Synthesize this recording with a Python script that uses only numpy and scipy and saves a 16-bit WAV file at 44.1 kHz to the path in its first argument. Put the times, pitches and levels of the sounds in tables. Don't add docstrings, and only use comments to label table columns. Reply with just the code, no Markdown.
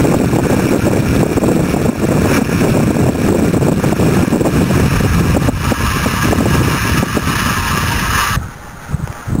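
import sys
import numpy as np
from scipy.fft import rfft, irfft, next_fast_len
from scipy.io import wavfile
from scipy.ndimage import uniform_filter1d, map_coordinates

SR = 44100
rng = np.random.default_rng(int(sys.argv[2]) if len(sys.argv) > 2 else 0)


def generate_wav(sig):
    pcm = np.round(np.clip(np.atleast_2d(sig).T, -1, 1) * 32767).astype(np.int16)
    wavfile.write(sys.argv[1], SR, pcm)


N = 414540
TIME = np.arange(N) / SR
CUT_S = 8.362
ECHO_S = 1 / 117.2


def aerator():
    # time_s, share (0-1)
    turn_path = [(0, 0), (3.5, 0.02), (5.5, 0.6), (7, 0.69), (8.3, 1)]
    # frequency_hz, relative_level_db
    churn_colour = [(200, -8), (600, -7.5), (820, -8), (940, -1.5), (1180, 4.5), (1300, 5), (1470, -2.5),
                    (1660, 9), (1820, 2.5), (2050, 0), (2600, -35), (3900, -44)]
    # frequency_hz, relative_level_db
    facing_colour = [(800, -48), (1400, 5.5), (1900, -6), (2100, -3), (2360, 7), (2600, 2.5), (2830, 1),
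                     (3060, -9), (3550, -6), (3980, -7.5)]
    # frequency_hz, relative_level_db
    turned_colour = [(800, -16.5), (1400, -26), (1900, -13.5), (2130, -10), (2400, -2), (2650, -1),
                     (2920, 1.5), (3150, -9), (3400, -7.5), (3980, -6)]
    churn_db, spray_db = -26, -21
    churn_turn_db, spray_turn_db = 8, 4.5

    turn, = curves(turn_path)
    surge_db = 0.5 * wobble(25) + 0.95 * wobble(70)

    low_bubbles = bubbles(816, 1860, cycles=22.4, spread_db=2.0, count=7000)
    churn = hollow(rng.standard_normal(N) + 0.33 * low_bubbles, ECHO_S)
    churn_level_db = churn_db + churn_turn_db * turn + 0.15 * wobble(40)
    churn = coloured(churn, churn_colour) * amp(churn_level_db)

    fine_bubbles = bubbles(1376, 5940, cycles=11.0, spread_db=4.0, count=9000)
    drops = hollow(rng.standard_normal(N) + 0.2 * fine_bubbles, ECHO_S)
    spray = (1 - turn) * coloured(drops, facing_colour) + turn * coloured(drops, turned_colour)
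    spray *= amp(spray_db + spray_turn_db * turn)
    return amp(surge_db) * (churn + spray)


def bubbles(low_hz, high_hz, cycles, spread_db, count):
    when, pitch, size = rng.random((count, 3)).T
    t = np.arange(SR // 100) / SR
    pitch_hz = low_hz * (high_hz / low_hz) ** pitch
    turns = pitch_hz[:, None] * t
    loud = amp(spread_db * np.minimum(-np.log(1 - size), 5))
    notes = loud[:, None] * np.sin(2 * np.pi * turns) * amp(-60 * turns / cycles)
    at = (when * N).astype(int)[:, None] + np.arange(len(t))
    return unit(np.bincount(at.ravel(), notes.ravel(), N)[:N])


def hollow(x, delay_s):
    # frequency_hz, share fed back (0-1)
    echo_rows = [(500, .05), (800, 0.33), (950, 0.69), (1200, 0.57), (1500, 0.22), (1800, 0.39),
                 (2300, 0.22), (3000, 0.13), (3900, 0.03)]
    hz, share = np.transpose(echo_rows)

    def fed_back(f):
        return np.interp(f, hz, share) * np.exp(-2j * np.pi * f * delay_s)

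    return filtered(x, lambda f: 1 / (1 - fed_back(f)))


def wind():
    # time_s, strength_db
    wind_path = [(0.0, -1.5), (0.56, -7.6), (1.61, -3), (1.68, -10), (1.89, -7), (2.24, -6), (2.31, -8),
                 (2.45, -9), (2.52, -9), (2.94, -3.5), (3.22, -6.5), (3.36, -2.5), (3.85, -4), (3.92, -6.3),
                 (4.27, -3.5), (4.34, -3.5), (5.04, -8), (5.53, -3.5), (5.6, -10.0), (6.16, -15.5),
                 (6.3, -10), (6.65, -6), (6.72, -15.5), (7.0, -12), (7.21, -12.9), (7.7, -17),
                 (7.84, -15.5), (8.12, -14), (8.26, -22.5), (8.33, -16)]
    # time_s, strength_db (before calm_db)
    calm_path = [(8.37, -10.5), (8.526, -34), (8.876, -31), (8.906, -17), (9.118, -26), (9.132, -42),
                 (9.25, -40), (9.272, -21.5), (9.4, -9.5)]
    # centre_s, depth_db
    lulls = [(0.811, 24), (1.347, 17), (1.95, 6), (3.52, 23), (3.817, 20), (4.262, 18), (4.295, 26),
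             (4.896, 20), (5.41, 5), (5.762, 12), (7.217, 8)]
    # time_s, ratio (1 leaves the spectra where they are)
    air_speed = [(0, 1.34), (1.5, 1.267), (2.6, 1.174), (3.4, 1.307), (4.6, 1.2), (4.85, 0.89), (6, .82),
                 (6.4, .95), (8, 0.8), (8.6, .62), (9.4, .7)]
    # frequency_hz, relative_level_db
    rumble_colour = [(12, -25), (30, -38), (55, -4), (90, 0), (140, 1), (220, -3.5), (330, -10),
                     (550, -30.5), (1200, -26.5), (3900, -80)]
    # frequency_hz, relative_level_db
    flutter_colour = [(70, -11.5), (150, -10.5), (240, 0.5), (400, -1), (600, -8.5), (850, -13.5),
                      (1300, -33), (2200, -66), (3900, -27.5)]
    rumble_db, flutter_db = -2.5, -10.5
    calm_db = -0.5
    flutter_power = 2.5
    gust_swing_db, gusts_per_s = 1, 30
    puff_db, puff_grows = 9, 0.86

    before_db, = curves(wind_path)
    after_db, = curves(calm_path)
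    strength_db = np.where(TIME < CUT_S, before_db, after_db + calm_db)
    gust_db = strength_db + gust_swing_db * wobble(gusts_per_s) - bumps(lulls, half_s=0.0087)
    speed, = curves(air_speed)
    eddies = wobble(90)

    rumble = carried(noise(rumble_colour), speed * np.exp(.22 * eddies))
    rumble *= amp(rumble_db + 1.7 * eddies)

    strikes = spikes(per_second=230, spread_db=8) + 0.27 * rng.standard_normal(N)
    flutter = carried(coloured(strikes, flutter_colour), np.exp(.2 * eddies + .15 * wobble(140)))
    flutter *= speed ** flutter_power * amp(flutter_db + 1.6 * eddies + 1.64 * wobble(30))

    blasts = puffs(evenness=0.29) * amp(puff_db + puff_grows * strength_db)
    return amp(gust_db) * (rumble + flutter) + blasts + thumps(cycles=0.57)


def spikes(per_second, spread_db):
    when, size, sign = rng.random((int(per_second * N / SR), 3)).T
    strike = np.sign(sign - .5) * amp(spread_db * size)
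    return unit(np.bincount((when * N).astype(int), strike, N))


def carried(x, speed):
    return map_coordinates(x, [np.cumsum(speed) % N], order=3, mode="wrap")


def puffs(evenness):
    # start_s, relative_level_db
    puff_rows = [(0.045, -22), (0.385, -7), (0.527, -12), (0.564, -9), (0.876, -5.5), (1.229, -1),
                 (1.368, -6.5), (1.415, -10), (1.434, -1.5), (1.482, -3.5), (1.739, -3), (1.762, -1.5),
                 (1.855, -5), (1.889, -1), (2.387, -4.5), (2.415, -6.5), (2.645, -10), (2.769, -4.5),
                 (2.905, -6.5), (3.057, -12), (3.088, -4), (3.342, -10.5), (3.36, -14), (3.683, -8),
                 (3.717, -4), (3.922, -1.5), (4.018, -15), (4.357, -8), (4.407, -4), (4.465, -5),
                 (4.609, -6.5), (5.364, -3), (5.486, -2.5), (5.719, -4), (6.058, -5), (6.324, -1.5),
                 (6.403, -5), (6.456, -4.5), (7.027, -2.5), (7.169, -1), (9.351, -9.5)]
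    # frequency_hz, relative_level_db
    puff_colour = [(90, -24), (220, 11.5), (450, 2.5), (750, -4), (1100, -13.5), (1600, -27), (2300, -32),
                   (3900, -55.5)]
    attack_s, hold_s, release_s = 0.00082, 0.0077, 0.0068
    corners_s = np.cumsum([0, attack_s, hold_s, release_s])
    swell = sum(amp(db) * np.interp(TIME, s + corners_s, [0, 1, 1, 0]) for s, db in puff_rows)
    blast = noise(puff_colour)
    strength = np.sqrt(np.abs(uniform_filter1d(blast ** 2, size=200)) + 1e-6)
    return swell * unit(blast / strength ** evenness)


def thumps(cycles):
    # centre_s, level_db (of the envelope), pitch_hz
    eddy_rows = [(8.373, -5.5, 132), (8.914, -14, 162.1), (8.947, 1, 123), (9.041, -7, 109),
                 (9.103, -12, 100), (9.306, -11, 189.1), (9.354, 0, 241), (9.374, -18, 260),
                 (9.388, 0, 190)]
    phases = ((db, (TIME - s) * hz) for s, db, hz in eddy_rows)
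    return sum(amp(db) * np.sin(2 * np.pi * turns) * np.exp(-(turns / cycles) ** 2)
               for db, turns in phases)


def ticks(t60, crack_s):
    # start_s, level_db (ring at onset), ring_hz
    knocks = [(9.0747, -14, 900), (9.126, -23, 2300)]
    out = np.zeros(N + SR)
    t = np.arange(SR // 20) / SR
    for s, db, ring_hz in knocks:
        dull = uniform_filter1d(uniform_filter1d(rng.standard_normal(len(t)), size=10), size=6)
        crack = .65 * unit(dull) * amp(-60 * t / crack_s)
        ring = np.sin(2 * np.pi * ring_hz * t) * amp(-60 * t / t60)
        out[round(s * SR):][:len(t)] += amp(db) * (crack + ring)
    return out[:N]


def far_wash():
    # frequency_hz, relative_level_db
    far_colour = [(60, 5.5), (200, 1), (420, -4.5), (700, -8), (830, -2), (1000, -7.5), (1380, 1),
                  (1750, -5), (1900, -6.5), (2300, -11.5), (3000, -14.5), (3950, -16)]
    wash_db = -31
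    water = rng.standard_normal(N) + 0.25 * bubbles(522, 3000, cycles=23, spread_db=1.5, count=4000)
    return coloured(hollow(water, ECHO_S), far_colour) * amp(wash_db + 0.87 * wobble(25))


def amp(db):
    return 10 ** (np.asarray(db) / 20)


def unit(x):
    return x / np.sqrt(np.mean(x ** 2) + 1e-20)


def curves(rows):
    s, *cols = np.transpose(rows)
    return [np.interp(TIME, s, c) for c in cols]


def wobble(rate):
    return map_coordinates(rng.standard_normal(int(N * rate / SR) + 4), [TIME * rate])


def bumps(rows, half_s):
    return sum(height * np.exp(-((TIME - s) / half_s) ** 2) for s, height in rows)


def filtered(x, response):
    m = next_fast_len(N + SR // 2)
    return irfft(rfft(x, m) * response(np.fft.rfftfreq(m, 1 / SR)), m)[:N]


def coloured(x, points):
    f, db = np.transpose(points)
    return unit(filtered(x, lambda hz: amp(np.interp(np.log(hz + 1), np.log(f), db))))


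def noise(points):
    return coloured(rng.standard_normal(N), points)


def scene():
    # centre_s, gain_db
    swells = [(2.34, 6), (8.22, 3.5), (8.72, 0), (8.9, 2), (9.2, 3.5)]
    water = np.where(TIME < CUT_S, aerator(), far_wash()) * amp(bumps(swells, half_s=.055))
    return (water + wind() + ticks(t60=0.016, crack_s=0.018))[None]


def limited(x, sense_s, attack_s):
    ceiling, recovery_db_per_s = 0.39, 62
    firmness = 0.94
    level = np.sqrt(np.abs(uniform_filter1d(x ** 2, max(2, int(sense_s * SR)))))
    cut_db = firmness * 20 * np.log10(np.maximum(level / ceiling, 1))
    recovered_db = recovery_db_per_s * TIME
    gain = amp(recovered_db - np.maximum.accumulate(cut_db + recovered_db))
    smooth_gain = uniform_filter1d(gain, max(2, int(attack_s * SR)))
    return np.clip(x * smooth_gain, -1, 1)


def record(dry):
    hold_hz, top_hz = 8000, 15750
    x = filtered(limited(dry[0], sense_s=0.0041, attack_s=0.0048), lambda hz: hz < hold_hz / 2)
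    held_at = np.floor(TIME * hold_hz) * SR / hold_hz
    steps = map_coordinates(x, [held_at], mode="nearest")
    return filtered(steps, lambda hz: hz < top_hz)[None]


dry = scene()
out = record(dry)
generate_wav(out)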